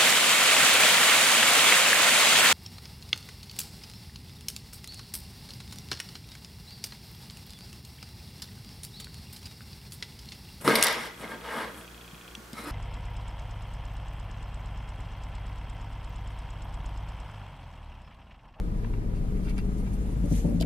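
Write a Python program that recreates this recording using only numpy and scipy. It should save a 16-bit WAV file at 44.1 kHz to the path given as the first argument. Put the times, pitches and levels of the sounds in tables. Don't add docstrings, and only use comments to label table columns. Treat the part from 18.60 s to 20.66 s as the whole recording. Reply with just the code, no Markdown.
import sys
import numpy as np
from scipy import signal
from scipy.fft import rfft, irfft, next_fast_len
from scipy.io import wavfile
from scipy.ndimage import uniform_filter1d

SR = 44100
rng = np.random.default_rng(int(sys.argv[2]) if len(sys.argv) > 2 else 0)


def gain_from_db(level_db):
    decades = np.asarray(level_db, float) / 20
    return 10 ** decades


def output_pcm(signal):
    pcm = np.clip(np.atleast_2d(signal).T, -1, 1) * 32767
    wavfile.write(sys.argv[1], SR, np.round(pcm).astype(np.int16))


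N = 90801

# frequency in Hz, likeness from -1 (opposite) to 1 (same).
LIKENESS = [(60, 0.92), (130, 0.84), (280, 0.93), (600, 0.23), (1300, -0.53), (2810, 0.33), (6060, -0.44),
            (13100, 0.24)]


def evened(x):
    return x / np.sqrt(np.mean(x ** 2) + 1e-20)


def read(points, hz):
    f, value = np.transpose(points)
    return np.interp(np.log(hz + 1), np.log(f + 1), value)


def follow(table, axis=1):
    table = np.array(table)
    return np.interp(np.arange(N) / SR, table[:, 0], table[:, axis])


def resonate(x, hz, width):
    r = np.exp(-np.pi * abs(width) / SR)
    feedback = [1, -2 * r * np.cos(2 * np.pi * hz / SR), r * r]
    return (1 - r) * signal.lfilter([1, 0, -1], feedback, x)


def drift(rate):
    t = np.linspace(0, N / SR, 500)
    waves = 0
    for f in rate * np.geomspace(1 / 10, 1, 16):
        waves = waves + np.sin(2 * np.pi * (f * t + rng.random())) / np.sqrt(f)
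    return np.interp(np.arange(N) / SR, t, evened(waves))


def wash(spectrum, patch_db, size=1024):
    frames, hz = 4 * N // size + 5, np.fft.rfftfreq(size, 1 / SR)
    a, b, c, d, patches = rng.standard_normal((frames, len(hz), 5)).T
    patches = uniform_filter1d(patches, size=12, axis=0)
    patches = evened(uniform_filter1d(patches, size=8, axis=1))
    same = np.clip(read(LIKENESS, hz), -1, 1)[:, None]
    left = a + 1j * b
    right = same * left + np.sqrt(1 - same ** 2) * (c + 1j * d)
    below = np.maximum(np.log2(spectrum[0][0] / (hz + 1)), 0)
    above = np.maximum(np.log2((hz + 1) / spectrum[-1][0]), 0)
    colour_db = read(spectrum, hz) - 20 * (below + above)
    level = gain_from_db(colour_db[:, None] + patch_db * patches) * (hz < 13150)[:, None]
    noise = signal.istft(np.array([left, right]) * level, nperseg=size, noverlap=3 * size // 4)[1]
    return evened(noise[:, :N])


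def crank_hum(speed, load, turns):
    orders = [2, 2.5, 3, 3.5, 4, 5, 6, 8, 10, 11, 14, 17, 31, 35]
    # rms level in dB, dB gained at full steering load, dB gained as the idle speeds up.
    strengths = [(-33.5, -20, 2), (-70, 1, 24), (-33, -0.5, -1), (-47.5, 19, -3), (-40, 7.5, 5.5),
                 (-42, -6, -30), (-73.5, 33, -16), (-40, 5.5, -4.5), (-61, 0.5, 14.5), (-52.5, 0, 9),
                 (-50.5, -14, 14), (-52, -8.5, 0.5), (-61.5, -36.5, 10), (-62, 17, -7)]
    pipe_s, odd_lag = .0009, .22
    faster = np.tanh((speed - speed.min()) / 0.12)
    hum = np.zeros((2, N))
    for k, (db, load_db, speed_db) in zip(orders, strengths):
        uneven_db = .45 * np.log2(k) * drift(4.74)
        level = gain_from_db(db + load_db * load + speed_db * faster + uneven_db)
        skew = np.arccos(np.clip(read(LIKENESS, k * speed[0]), -1, 1)) / 2
        phase = k * (turns - pipe_s * speed) - odd_lag * (k % 2)
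        hum += np.sqrt(2) * level * np.cos(2 * np.pi * phase + 0.81 * np.array([[skew], [-skew]]))
    return hum


def panel_buzz():
    # frequency in Hz, width in Hz, rms level in dB.
    panels = [(231.7, 38, -48), (302, 17, -53), (335, 20, -59), (414.8, 16, -52.5), (470.3, 37, -56.5),
              (973, 58, -64), (1245, 57, -64.5)]
    shaking = wash([(20, 0), (20000, 0)], 0, size=1024)
    buzz = np.zeros((2, N))
    for hz, width, db in panels:
        ring = resonate(resonate(shaking, hz, width), hz, width)
        buzz += gain_from_db(db + 2.2 * drift(3.96)) * evened(ring)
    return buzz


def engine():
    # time in seconds, crank turns per second.
    idle_speed = [
        (0, 13.3),
        (.2, 13.2),
        (.5, 13.2),
        (.75, 13.45),
        (1.0, 13.65),
        (1.35, 13.72),
        (1.5, 13.6),
        (1.7, 13.3),
        (2.06, 13.3),
    ]
    # time in seconds, load from 0 to 1.
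    steering_load = [
        (0, 0.19),
        (.4, 0.04),
        (.7, 0),
        (1.0, 0.1),
        (1.3, 0.29),
        (1.5, 0.63),
        (1.75, 1),
        (2.06, 0.68),
    ]
    # frequency in Hz, level in dB per Hz.
    rumble_colour = [(15, -7), (28, -15.5), (55, -6.5), (97, -10), (184, -10), (421, -24), (618, -28.5),
                     (1500, -43)]
    speed, load = follow(idle_speed), follow(steering_load)
    turns = -.095 + np.cumsum(speed * (1 + .0008 * drift(2.52))) / SR
    throb = gain_from_db(2.0 * np.cos(4 * np.pi * turns) + 0.5 * load)
    rumble = gain_from_db(-35.5) * wash(rumble_colour, .5, size=4096)
    buzz = gain_from_db(4.1 * (speed - speed.mean()) - 3.9 * load) * panel_buzz()
    return crank_hum(speed, load, turns) + throb * (rumble + buzz)


def cabin_air():
    # frequency in Hz, level in dB per Hz.
    air_colour = [(800, 0.5), (967, -27), (1100, -1.5), (2270, -4.5), (2600, -8.5), (5000, -13.5),
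                  (9500, -19), (13500, -20.5)]
    return gain_from_db(-57.5 + 0.69 * drift(8.7)) * wash(air_colour, 1.0, size=1024)


def slide():
    # time in seconds, level in dB.
    hiss_level = [(.5, -71), (.6, -68.5), (.85, -62.5), (1.1, -63), (1.4, -60.5), (1.63, -61.5),
                  (1.68, -55.5), (1.73, -48), (1.78, -46.5), (1.84, -54.5), (1.9, -57), (2.06, -64)]
    # frequency in Hz, level in dB per Hz.
    skin_colour = [(1000, -12), (2400, -2), (4600, -8), (6700, -1), (8100, -6), (9700, -3), (11200, -7),
                   (13500, -9)]
    flicker_db = .7 * drift(60.0)
    return gain_from_db(follow(hiss_level) + flicker_db) * wash(skin_colour, 2.1, size=512)


def scrape(events, modes):
    grit_per_s, grit_db, bright_db = 640, -2, 6
    size, centre = 2048, 1024
    out, t = np.zeros((2, N)), np.arange(size) / SR
    for middle, db, length, centre_hz in events:
        draw = rng.random((size, 5)).T
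        grain_size = gain_from_db(-grit_db * np.log(draw[1] + 1e-3))
        grit = (draw[0] < grit_per_s / SR) * grain_size * np.sign(draw[2] - .5)
        grit = grit + 2.0 * np.exp(-length / .005) * (np.arange(size) == centre)
        friction = .45 * (draw[3:] - .5)
        drive = grit * [[1], [.6]] + np.roll(grit, 9) * [[0], [.6]] + friction
        drive = drive * np.sin(np.pi * np.clip((t - t[centre]) / (1.5 * length) + .5, 0, 1)) ** 2
        ring = np.zeros((2, size))
        for hz, width, mode_db in modes:
            level = gain_from_db(mode_db - bright_db * np.log2(hz / centre_hz) ** 2)
            ring += level * resonate(resonate(drive, hz, width), hz, width) / np.sqrt(width)
        burst = gain_from_db(db) * evened(ring) * np.sqrt(t[-1] / length)
        part = out[:, round(middle * SR) - centre:][:, :size]
        part += burst[:, :part.shape[1]]
    return out


def rim_scuffs():
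    # middle in seconds, level in dB, length in seconds, centre of colour in Hz.
    scuff_events = [(.2465, -63, 0.0038, 1170), (.237, -64.5, 0.021, 2800), (.3335, -74, 0.0045, 2100),
                    (.337, -66, 0.0039, 1680), (.341, -83, 0.0059, 2100), (.3215, -91, 0.0035, 2200),
                    (0.769, -66.5, 0.016, 2206), (.85, -58.5, 0.046, 4930), (.871, -62, .014, 2170),
                    (.8812, -65, 0.0076, 2300), (.888, -62.5, 0.0098, 2770), (.8945, -71.5, 0.0057, 5460),
                    (.898, -64.5, 0.0086, 4940), (.906, -62.5, 0.0091, 3930), (.911, -66.5, .008, 2300),
                    (.921, -69, 0.024, 2400), (.972, -60.5, 0.017, 2300), (.9805, -64.5, 0.0037, 4400),
                    (.9815, -63, 0.0085, 2400), (.986, -60.5, 0.0077, 2700), (.988, -69, 0.0027, 4700),
                    (.9925, -72, 0.002, 2600), (.998, -61.5, .016, 3600), (1.195, -62, 0.043, 8500),
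                    (1.27, -58.5, 0.028, 2180), (1.341, -64, 0.022, 8500), (1.658, -71, .01, 7350),
                    (2.029, -55.5, 0.014, 1590), (.2585, -80, 0.0025, 2650), (.57, -58, 0.094, 5200)]
    # frequency in Hz, width in Hz, level in dB.
    rim_modes = [(900, 260, 28), (1430, 640, 22.5), (1926, 100, 14), (2312, 180, 21.5), (2730, 110, 16.5),
                 (2980, 1300, 15), (4600, 720, 12), (5940, 1400, 9.5), (6800, 1900, 7.5), (8500, 1300, 12),
                 (9500, 250, 10), (11300, 900, 10)]
    return scrape(scuff_events, rim_modes)


def groan():
    # time in seconds, pitch in Hz, rms level in dB.
    pump = [
        (1.6, 184, -33),
        (1.646, 178.6, -29),
        (1.706, 164.3, -38),
        (1.728, 167, -24),
        (1.822, 167.9, -58),
        (1.858, 169.5, -23),
        (1.918, 179.6, -32.5),
        (1.998, 172.1, -27),
        (2.059, 164, -34.5),
    ]
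    rise = np.clip((np.arange(N) / SR - pump[0][0]) / .04, 0, 1)
    cycles = np.cumsum(follow(pump, axis=1)) / SR
    return np.sqrt(2) * rise * gain_from_db(follow(pump, axis=2) - 2.5) * np.sin(2 * np.pi * cycles)


def thumps():
    # start in seconds, level in dB, hardness from 0 to 1.
    pushes = [(1.638, -22, 0.5), (1.652, -24.5, 0.7), (1.713, -14.5, 0.54), (1.723, -22.5, 0.83),
              (1.788, -46, 0.1), (1.844, -16.5, 0.86), (1.882, -19.5, 0.73), (1.916, -20, 0.86),
              (1.946, -15.5, 0), (1.978, -27, 0.52), (2.004, -17, 0.63), (2.035, -23, 0.8)]
    # frequency in Hz, level in dB, time to fall by 60 dB in seconds.
    dash_modes = [(174, 1, 0.074), (200.6, -4, 0.092), (232.7, -6.5, 0.19), (276.7, -4.5, 0.11),
                  (342.3, -10, 0.099), (374, -36, 0.056), (471, -14, 0.087), (570, -15, 0.096),
                  (723, -23, 0.073), (878, -24.5, 0.043), (99, -1, 0.07), (252, -5.5, 0.14)]
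    push_s, hard_db, spot_db, detune_share, side_skew = 0.0073, 8, 3.0, .015, 0.33
    first_hz = dash_modes[0][0]
    u, out = np.arange(12000) / SR, np.zeros((2, N + 12000))
    for start, db, hard in pushes:
        chances = rng.uniform(-1, 1, (len(dash_modes), 3))
        for (hz, mode_db, t60), (side, detune, spot) in zip(dash_modes, chances):
            height = np.log2(hz / first_hz)
            level_db = db + mode_db + spot_db * spot * min(height, 1) + hard_db * (hard - .5) * height
            ring = gain_from_db(level_db - 60 * u / t60) * (1 - np.exp(-u / push_s))
            skew = side_skew * side * hz / first_hz * np.array([[1], [-1]])
            pitch = hz * (1 + detune_share * detune * min(height + 0.85, 1))
            out[:, round(start * SR):][:, :len(u)] += ring * np.sin(2 * np.pi * pitch * u + skew)
    knock = gain_from_db(-22.5 - 60 * u / 0.038) * (1 - np.exp(-u / 0.002)) * np.sin(2 * np.pi * 654 * u)
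    out[:, round(2.011 * SR):][:, :len(u)] += knock
    return out[:, :N]


def stalk_snaps():
    # middle in seconds, level in dB, length in seconds, centre of colour in Hz.
    snap_events = [(2.002, -62.5, 0.0067, 3887), (2.007, -60.5, 0.009, 4300), (2.011, -57, 0.0043, 4620),
                   (2.0155, -64, 0.0061, 4020), (2.019, -70, 0.0058, 4460), (2.022, -62, 0.0044, 3230),
                   (2.0252, -61.5, 0.0029, 3240), (2.0265, -66, 0.0037, 7000), (2.021, -65, 0.006, 7900),
                   (2.010, -60, 0.013, 5500), (2.034, -69, 0.013, 3400)]
    # frequency in Hz, width in Hz, level in dB.
    stalk_modes = [(3082, 440, 9), (4000, 710, 6.5), (4300, 450, 2), (4700, 740, 7), (5130, 1400, -4),
                   (6900, 1300, 3.5), (9280, 540, 4), (10900, 1400, 5.5), (12700, 1000, 7)]
    return scrape(snap_events, stalk_modes)


def scene():
    return engine() + cabin_air() + slide() + rim_scuffs() + groan() + thumps() + stalk_snaps()


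def top_cut(x):
    return signal.sosfilt(signal.butter(12, 13670, fs=SR, output="sos"), x)


def record(dry):
    # frequency in Hz, left over right in dB.
    port_lean = [(60, 2), (110, 2), (200, 3.5), (360, 3.5), (660, 1.5), (1190, 2), (2170, -1.5),
                 (3950, 1.5), (7190, -0.5), (13100, 7)]
    margin = 4096
    after = next_fast_len(N + 2 * margin) - N - margin
    padded = np.pad(dry, [(0, 0), (margin, after)], mode="reflect")
    lean = read(port_lean, np.fft.rfftfreq(padded.shape[1], 1 / SR)) / 2
    ports = irfft(rfft(padded) * gain_from_db(np.array([lean, -lean])), padded.shape[1])
    ports = ports[:, margin:margin + N]
    ports = ports * np.minimum(np.arange(N)[::-1] / 60, 1)
    return top_cut(ports)


dry = scene()
out = record(dry)
output_pcm(out)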